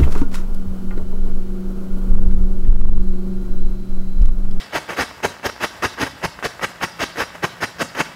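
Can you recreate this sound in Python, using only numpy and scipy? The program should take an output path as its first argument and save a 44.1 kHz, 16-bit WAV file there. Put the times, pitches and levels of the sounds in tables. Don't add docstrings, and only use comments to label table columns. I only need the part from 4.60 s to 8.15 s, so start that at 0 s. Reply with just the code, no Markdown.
import sys
import numpy as np
from scipy import signal
from scipy.io import wavfile
from scipy.ndimage import uniform_filter1d

SR = 44100
rng = np.random.default_rng(int(sys.argv[2]) if len(sys.argv) > 2 else 0)


def boost(x):
    u = np.asarray(x, float) / 20
    return 10 ** u


def waveform_to_disk(signal):
    frames = np.transpose(np.atleast_2d(signal))
    scaled = np.clip(frames, -1, 1) * 32767
    samples = np.round(scaled).astype(np.int16)
    wavfile.write(sys.argv[1], SR, samples)


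N = 156555
TIME_S = np.arange(N) / SR
FILTER_HZ = np.fft.rfftfreq(4096, 1 / SR)


def evened(x):
    return x / np.sqrt(np.mean(x ** 2) + 1e-20)


def read(points, hz):
    f, value = np.transpose(points)
    return np.interp(np.log(hz + 1), np.log(f + 1), value)


def coloured(x, gain_db):
    log = np.log(boost(np.maximum(gain_db, -100)))
    full = np.concatenate([log, log[-2:0:-1]])
    spectrum = np.exp(full - 1j * signal.hilbert(full).imag)
    taps = np.fft.ifft(spectrum).real[:len(log)]
    return signal.oaconvolve(x, taps)[:N]


def shaped(x, points):
    return coloured(x, read(points, FILTER_HZ))


def grains(per_s, spread_db):
    chance = rng.random(N)
    size = np.minimum(rng.exponential(1, N), 5)
    sign = rng.choice([-1., 1.], N)
    present = np.clip((per_s / SR - chance) * 200, 0, 1)
    return evened(sign * boost(spread_db * size) * present)


def flutter(ms):
    size = max(int(ms * SR / 1000), 1)
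    smooth = uniform_filter1d(rng.standard_normal(N), size)
    return evened(uniform_filter1d(smooth, size))


def patchy(x):
    patch_db = 1.7
    z = signal.stft(x, nperseg=256)[2]
    clumps = uniform_filter1d(rng.standard_normal(z.shape[::-1]), size=6, axis=0)
    clumps = evened(uniform_filter1d(clumps, size=9, axis=1)).T
    return signal.istft(z * boost(patch_db * clumps - patch_db / 3), nperseg=256)[1][:N]


def add(mix, s, sound):
    part = mix[round(s * SR):][:len(sound)]
    part += sound[:len(part)]


def whistle(hz):
    return 6.5 * np.exp(-((hz - 6470) / 360) ** 2)


# (frequency [Hz], level [dB per Hz])
PUFF_SPECTRUM = [(24, -9), (40, -15), (399, 1.5), (1830, -0.5), (3510, -11), (6400, -20), (7070, -25.5),
                 (10600, -22.5), (15700, -29)]
EARLIER_S, EARLIER_LENGTH_S = 0.045, 0.054


def earlier():
    swell = np.exp(-((TIME_S - EARLIER_LENGTH_S) / EARLIER_LENGTH_S * 2) ** 2)
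    return boost(-17.5) * evened(shaped(rng.standard_normal(N), PUFF_SPECTRUM)) * swell


# (frequency [Hz], time to die by 60 dB [s])
YARD_T60 = [(100, 1), (500, 0.23), (1500, 0.63), (3000, 0.67), (5000, 0.45), (8000, 0.27), (15000, 0.25)]
# (frequency [Hz], level [dB])
YARD_TONE_DB = [(100, -3.5), (1000, -2.5), (2500, -7.5), (4000, 8), (5400, 7), (6300, 10.5), (9000, 11.5),
                (15000, 0)]


def yard(sources):
    yard_db, gap_s = -12.5, 0.0079
    hz, t, z = signal.stft(rng.standard_normal(SR // 2), SR, nperseg=256)
    decay = boost(-60 * t / read(YARD_T60, hz)[:, None])
    tail = signal.istft(z * decay, SR, nperseg=256)[1]
    opening = np.clip(np.arange(len(tail)) / SR / gap_s, 0, 1) ** 2
    tail = tail / np.linalg.norm(tail) * opening
    gain_db = read(YARD_TONE_DB, FILTER_HZ) - whistle(FILTER_HZ)
    returns = [patchy(coloured(signal.fftconvolve(x, tail)[:N], gain_db)) for x in sources]
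    return boost(yard_db) * np.array(returns)


# (time [s], pitch [Hz], level [dB])
HUM_DRIFT = [
    (0, 143.6, -51.5),
    (.35, 151, -72),
    (.6, 151.4, -82),
    (1.95, 172, -70),
    (2.15, 172.5, -53),
    (2.7, 172, -51),
    (3.25, 171.3, -49.5),
    (3.4, 173, -59),
    (3.55, 170, -61),
]


def hum():
    s, hz, db = np.transpose(HUM_DRIFT)
    turns = np.cumsum(np.interp(TIME_S, s, hz) + 0.67 * flutter(57)) / SR
    level = boost(np.interp(TIME_S, s, db) + 1.8 * flutter(70))
    return np.sqrt(2) * level * np.sin(2 * np.pi * turns)


# (frequency [Hz], level [dB per Hz])
FLAME_SPECTRUM = [(15, -18), (60, -2.5), (199, -3.5), (448, -6), (571, -1), (1700, -4.5), (3000, -15.5),
                  (4200, -18), (15700, -29)]


def flame(lead):
    flame_db, spit_db, ember_db, ember_t60_s = -42.5, -58.5, -19.5, 0.42
    r = boost(-120 / ember_t60_s / SR)
    embers = signal.lfilter([1 - r], [1, -r], lead ** 2)
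    fed = embers * boost(2 * ember_db) + boost(2 * flame_db)
    hiss = evened(shaped(rng.standard_normal(N), FLAME_SPECTRUM)) * np.sqrt(fed)
    hiss = hiss * boost(1.3 * flutter(25) + .8 * flutter(5))
    spits = evened(shaped(grains(280, 1.7), PUFF_SPECTRUM))
    return hiss + boost(spit_db) * spits


# (peak time [s], build-up [s], dying time [s], peak level [dB], level on catching re peak [dB])
FLARE_EVENTS = [(0.16, 0.041, 0.038, -17, -17.5), (0.302, 0.029, 0.042, -24.5, -18.5),
                (.334, 0.018, 0.027, -28.5, -6), (0.409, 0.046, 0.042, -17, -10),
                (0.654, 0.031, 0.014, -14.5, -17.5), (0.864, 0.038, 0.016, -15, -25.5),
                (0.898, 0.015, 0.0086, -29, -10), (1.044, 0.046, 0.021, -16.5, -19.5),
                (1.25, 0.031, 0.026, -16, -7.5), (1.432, 0.062, 0.015, -15.5, -22),
                (1.472, 0.034, 0.017, -27, -9), (1.652, 0.035, 0.014, -16, -29),
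                (1.856, 0.035, 0.022, -16.5, -18.5), (2.044, 0.038, 0.015, -16.5, -19.5),
                (2.237, 0.039, 0.022, -16.5, -25.5), (2.435, 0.047, 0.013, -16.5, -11.5),
                (2.562, 0.0086, .02, -33, -4), (2.613, 0.046, 0.04, -19, -10),
                (2.757, 0.015, 0.013, -33.5, -7), (2.844, 0.024, 0.016, -15, -23),
                (3.037, 0.035, 0.025, -18, -16), (3.222, 0.041, 0.013, -16.5, -17),
                (3.254, 0.012, 0.015, -37, -16), (3.355, 0.01, 0.034, -29, -2.5),
                (3.407, 0.047, 0.021, -16.5, -16.5)]
# (peak time [s], pitch [Hz], level over the puff [dB])
CUP_TINTS = [(.16, 960, -15.5), (.16, 724, -13), (.31, 895, -13), (.31, 550, -26), (0.406, 524, -4.5),
             (.405, 1820, -4.5), (.652, 892, 0.5), (.652, 650, -21), (0.861, 832, -2), (.862, 1830, -8),
             (.92, 810, -7), (1.04, 1560, -15), (1.04, 1930, -15), (1.237, 1440, -7.5), (1.245, 1950, -11),
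             (1.425, 1700, -15), (1.425, 437, -7), (1.47, 1070, -6), (1.65, 973, 0.5), (1.65, 663, -10),
             (1.858, 563, -3.5), (1.855, 790, -8.5), (2.043, 1996, -1.5), (2.04, 1390, -7),
             (2.235, 1835, -20), (2.235, 390, -17), (2.425, 670, -13), (2.425, 445, -10), (2.61, 1850, -7),
             (2.61, 480, -12), (2.843, 1090, -13), (3.035, 1795, -4.5), (3.035, 400, -11),
             (3.215, 1670, -8), (3.215, 776, -6), (3.215, 380, -11), (3.40, 1740, -12), (3.40, 455, -22)]


def flare_powers():
    catch_s, dying_db, dying_bend, build_bend = 0.0055, -24.5, 2.1, 1.46
    full_db, treble_steep, air_steep = -16, 1.3, 1.2
    body, treble, air = np.zeros((3, N))
    for peak, build, dying, db, catch_db in FLARE_EVENTS:
        u = TIME_S - peak
        before = catch_db * np.clip(-u / build, 0, 1) ** build_bend
        after = dying_db * (np.maximum(u, 0) / dying) ** dying_bend
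        lit = np.clip((u + build) / catch_s, 0, 1)
        body += (lit * boost(db + before + after)) ** 2
        treble += (lit ** 2 * boost(full_db + treble_steep * (db - full_db + before) + after)) ** 2
        air += (lit ** 2 * boost(air_steep * before + db + after)) ** 2
    return body, treble, air


def split(x, hz, side):
    return signal.sosfiltfilt(signal.butter(3, hz, side, fs=SR, output="sos"), x)


def cup_rings(burn):
    width_hz, length_s = 105, .018
    r = np.exp(-np.pi * width_hz / SR)
    out = np.zeros(N)
    for s, hz, db in CUP_TINTS:
        ring = signal.lfilter([1], [1, -2 * r * np.cos(2 * np.pi * hz / SR), r * r], burn)
        out += boost(db) * evened(ring) * np.exp(-((TIME_S - s) / length_s) ** 2)
    return out


def flares():
    split_hz, air_hz, ceiling = 3250, 7000, 1.9
    body, treble, air = flare_powers()
    gain_db = read(PUFF_SPECTRUM, FILTER_HZ) + whistle(FILTER_HZ)
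    burn = evened(coloured(grains(9000, 1.24), gain_db))
    fizz = patchy(coloured(grains(16000, 1.5), gain_db))
    fizz = fizz * np.std(burn) / np.std(fizz)
    mid, top = split(fizz, split_hz, "high"), split(fizz, air_hz, "high")
    high = (mid - top) * np.sqrt(treble) * boost(1 + 0.96 * flutter(5.7))
    high = high + top * np.sqrt(air) * boost(-3 + 0.91 * flutter(3.4))
    low = split(burn, split_hz, "low") + cup_rings(burn)
    knocks, spared = cracks()
    low = ceiling * np.tanh(low / ceiling) * np.sqrt(body) * spared
    low = low * boost(-0.01 + 1.6 * flutter(6.6))
    return (low + high) * boost(1.6 * flutter(0.75)) + knocks


# (time [s], peak level [dB], pitch [Hz])
BEAD_CRACKS = [(0.1519, -9.0, 1370.0), (0.1681, -9.0, 1500.0), (0.3339, -16.0, 1430.0),
               (0.4026, -7.0, 1390.0), (0.4101, -6.0, 1430.0), (0.4289, -13.0, 1540.0),
               (0.6555, -5.0, 1100.0), (0.6584, -6.0, 1220.0), (0.8308, -21.0, 1330.0),
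               (0.8572, -7.0, 1400.0), (0.8686, -8.0, 1100.0), (0.8944, -16.0, 1350.0),
               (1.0357, -9.0, 1710.0), (1.0406, -8.0, 1180.0), (1.0477, -8.0, 1700.0),
               (1.0522, -11.0, 2010.0), (1.249, -4.0, 1350.0), (1.2576, -8.0, 1910.0),
               (1.4132, -12.0, 1270.0), (1.4194, -9.0, 1650.0), (1.4273, -8.0, 1580.0),
               (1.43, -7.0, 1130.0), (1.4351, -8.0, 1030.0), (1.4667, -16.0, 1370.0),
               (1.6464, -6.0, 1350.0), (1.6498, -7.0, 1000.0), (1.6564, -7.0, 1320.0),
               (1.6631, -15.0, 1700.0), (1.8532, -8.0, 1350.0), (1.8575, -7.0, 1050.0),
               (1.8606, -8.0, 1000.0), (2.0447, -6.0, 1530.0), (2.0515, -9.0, 1560.0),
               (2.2319, -7.0, 1500.0), (2.242, -8.0, 2250.0), (2.249, -12.0, 1630.0),
               (2.4066, -10.0, 1200.0), (2.4295, -9.0, 1660.0), (2.4398, -8.0, 1520.0),
               (2.6024, -10.0, 1700.0), (2.6166, -7.0, 1140.0), (2.6355, -14.0, 1640.0),
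               (2.8356, -10.0, 1190.0), (2.8404, -6.0, 1440.0), (2.8458, -7.0, 1350.0),
               (3.035, -6.0, 1100.0), (3.0387, -9.0, 1620.0), (3.0473, -12.0, 1400.0),
               (3.0555, -17.0, 1530.0), (3.2034, -11.0, 1080.0), (3.214, -9.0, 1380.0),
               (3.2202, -9.0, 1050.0), (3.2288, -10.0, 1030.0), (3.3714, -16.0, 1250.0),
               (3.4004, -7.0, 1420.0), (3.4084, -7.0, 1300.0), (3.4109, -6.0, 1430.0)]


def cracks():
    crack_db, cycles, hush_depth, hush_s = -.5, .33, .85, .001
    out, hush, t = np.zeros(N), np.zeros(N), np.arange(-.003, .003, 1 / SR)
    count = len(BEAD_CRACKS)
    turns = rng.choice([0, .5], count) + rng.uniform(-.1, .1, count)
    for (s, db, hz), turn in zip(BEAD_CRACKS, turns):
        knock = np.cos(2 * np.pi * (hz * t + turn)) * np.exp(-(hz * t / cycles) ** 2)
        add(out, s + t[0], boost(db + crack_db) * knock)
        add(hush, s + t[0], hush_depth * np.exp(-(t / hush_s) ** 2))
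    return out, 1 - np.clip(hush, 0, 1)


# (start time [s], peak level [dB], pitch [Hz])
GAS_PUSHES = [(0.156, -28, 118), (0.393, -21, 113), (0.65, -21.5, 210), (.856, -20.5, 100),
              (1.036, -31, 110), (1.249, -19.5, 113), (1.424, -14, 292), (1.645, -14, 157.5),
              (1.85, -20, 142), (2.035, -27, 132), (2.235, -24, 190), (2.43, -23, 245), (2.612, -24.5, 99),
              (2.834, -12, 382), (3.029, -21.5, 130.4), (3.217, -16.5, 239), (3.402, -24.5, 164),
              (1.191, -35, 85), (1.495, -32, 95), (1.675, -33, 170), (2.065, -40, 80)]


def pushes():
    push_s, push_db, under_share, sag_per_s = 0.0062, -3.5, 0.48, 4.3
    out, t = np.zeros(N), np.arange(0, .08, 1 / SR)
    slowing = np.log1p(sag_per_s * t) / sag_per_s
    swell = (t / push_s * np.exp(1 - t / push_s)) ** 2
    draws = rng.uniform(-0.92, 1, (len(GAS_PUSHES), 3))
    for (s, db, hz), (a, b, c) in zip(GAS_PUSHES, draws):
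        under_hz = hz * 0.52 * (1 + 0.2 * b)
        swing = np.sin(2 * np.pi * hz * slowing + a)
        swing = swing + under_share * np.sin(2 * np.pi * (under_hz * slowing + c / 2))
        add(out, s, boost(db + push_db) * swing * swell)
    return out


# (time [s], peak level [dB])
SPARK_SNAPS = [(.2946, -19), (.3058, -19), (.3736, -19), (.5123, -23), (.6037, -26), (.7671, -27),
               (.7977, -26), (.8394, -24), (.964, -25), (.9795, -28), (1.3818, -23), (1.6181, -27),
               (1.7901, -25), (1.7908, -20), (1.8267, -14), (1.9954, -19), (2.0009, -26), (2.0154, -21),
               (2.2134, -19), (2.5595, -24), (2.7044, -27), (2.9705, -30), (3.3511, -23)]


def snaps():
    snap_s, lean, snap_db = .00014, .15, 0.1
    out, t = np.zeros(N), np.arange(-.002, .002, 1 / SR)
    stretches = 1 + 0.18 * rng.uniform(0.14, 1, len(SPARK_SNAPS))
    for (s, db), stretch in zip(SPARK_SNAPS, stretches):
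        u = t / (snap_s * stretch)
        add(out, s + t[0], -boost(db + snap_db) * (u + lean) * np.exp(.5 - u ** 2 / 2))
    return out


def scene():
    lead = flares() + pushes() + snaps()
    lead_tail, earlier_tail = yard([lead, earlier()])
    skip = round((EARLIER_S + EARLIER_LENGTH_S) * SR)
    earlier_tail = np.pad(earlier_tail[skip:], (0, skip))
    return (lead + lead_tail + earlier_tail + flame(lead) + hum())[None]


def top_cut(x):
    return signal.sosfilt(signal.butter(12, 15890, fs=SR, output="sos"), x)


# (frequency [Hz], width [Hz], level [dB])
MIC_COLOUR = [(773, 30, -4), (1196, 33, -4), (1790, 87, 1), (2392, 56, -8.5), (2800, 1030, 3.5),
              (3590, 290, -3.5), (4310, 300, -4.5), (5140, 910, 3.5), (5950, 78, -8), (7500, 600, 2.5)]


def highpassed(x, hz):
    return signal.sosfilt(signal.butter(2, hz, "high", fs=SR, output="sos"), x)


def record(dry):
    bounce_s, bounce_db, limit = .00265, -14, .6
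    bounce = np.pad(highpassed(dry[0], 900), (round(bounce_s * SR), 0))[:N]
    heard = dry[0] + boost(bounce_db) * bounce
    gain_db = sum(db * np.exp(-((FILTER_HZ - f) / w) ** 2) for f, w, db in MIC_COLOUR)
    heard = limit * np.tanh(coloured(heard, gain_db) / limit)
    heard = highpassed(heard, 40)
    edge = signal.firwin(1023, 15780, window=("kaiser", 10), fs=SR)
    heard = signal.oaconvolve(heard, edge, "same")
    return top_cut(heard[None])


dry = scene()
out = record(dry)
waveform_to_disk(out)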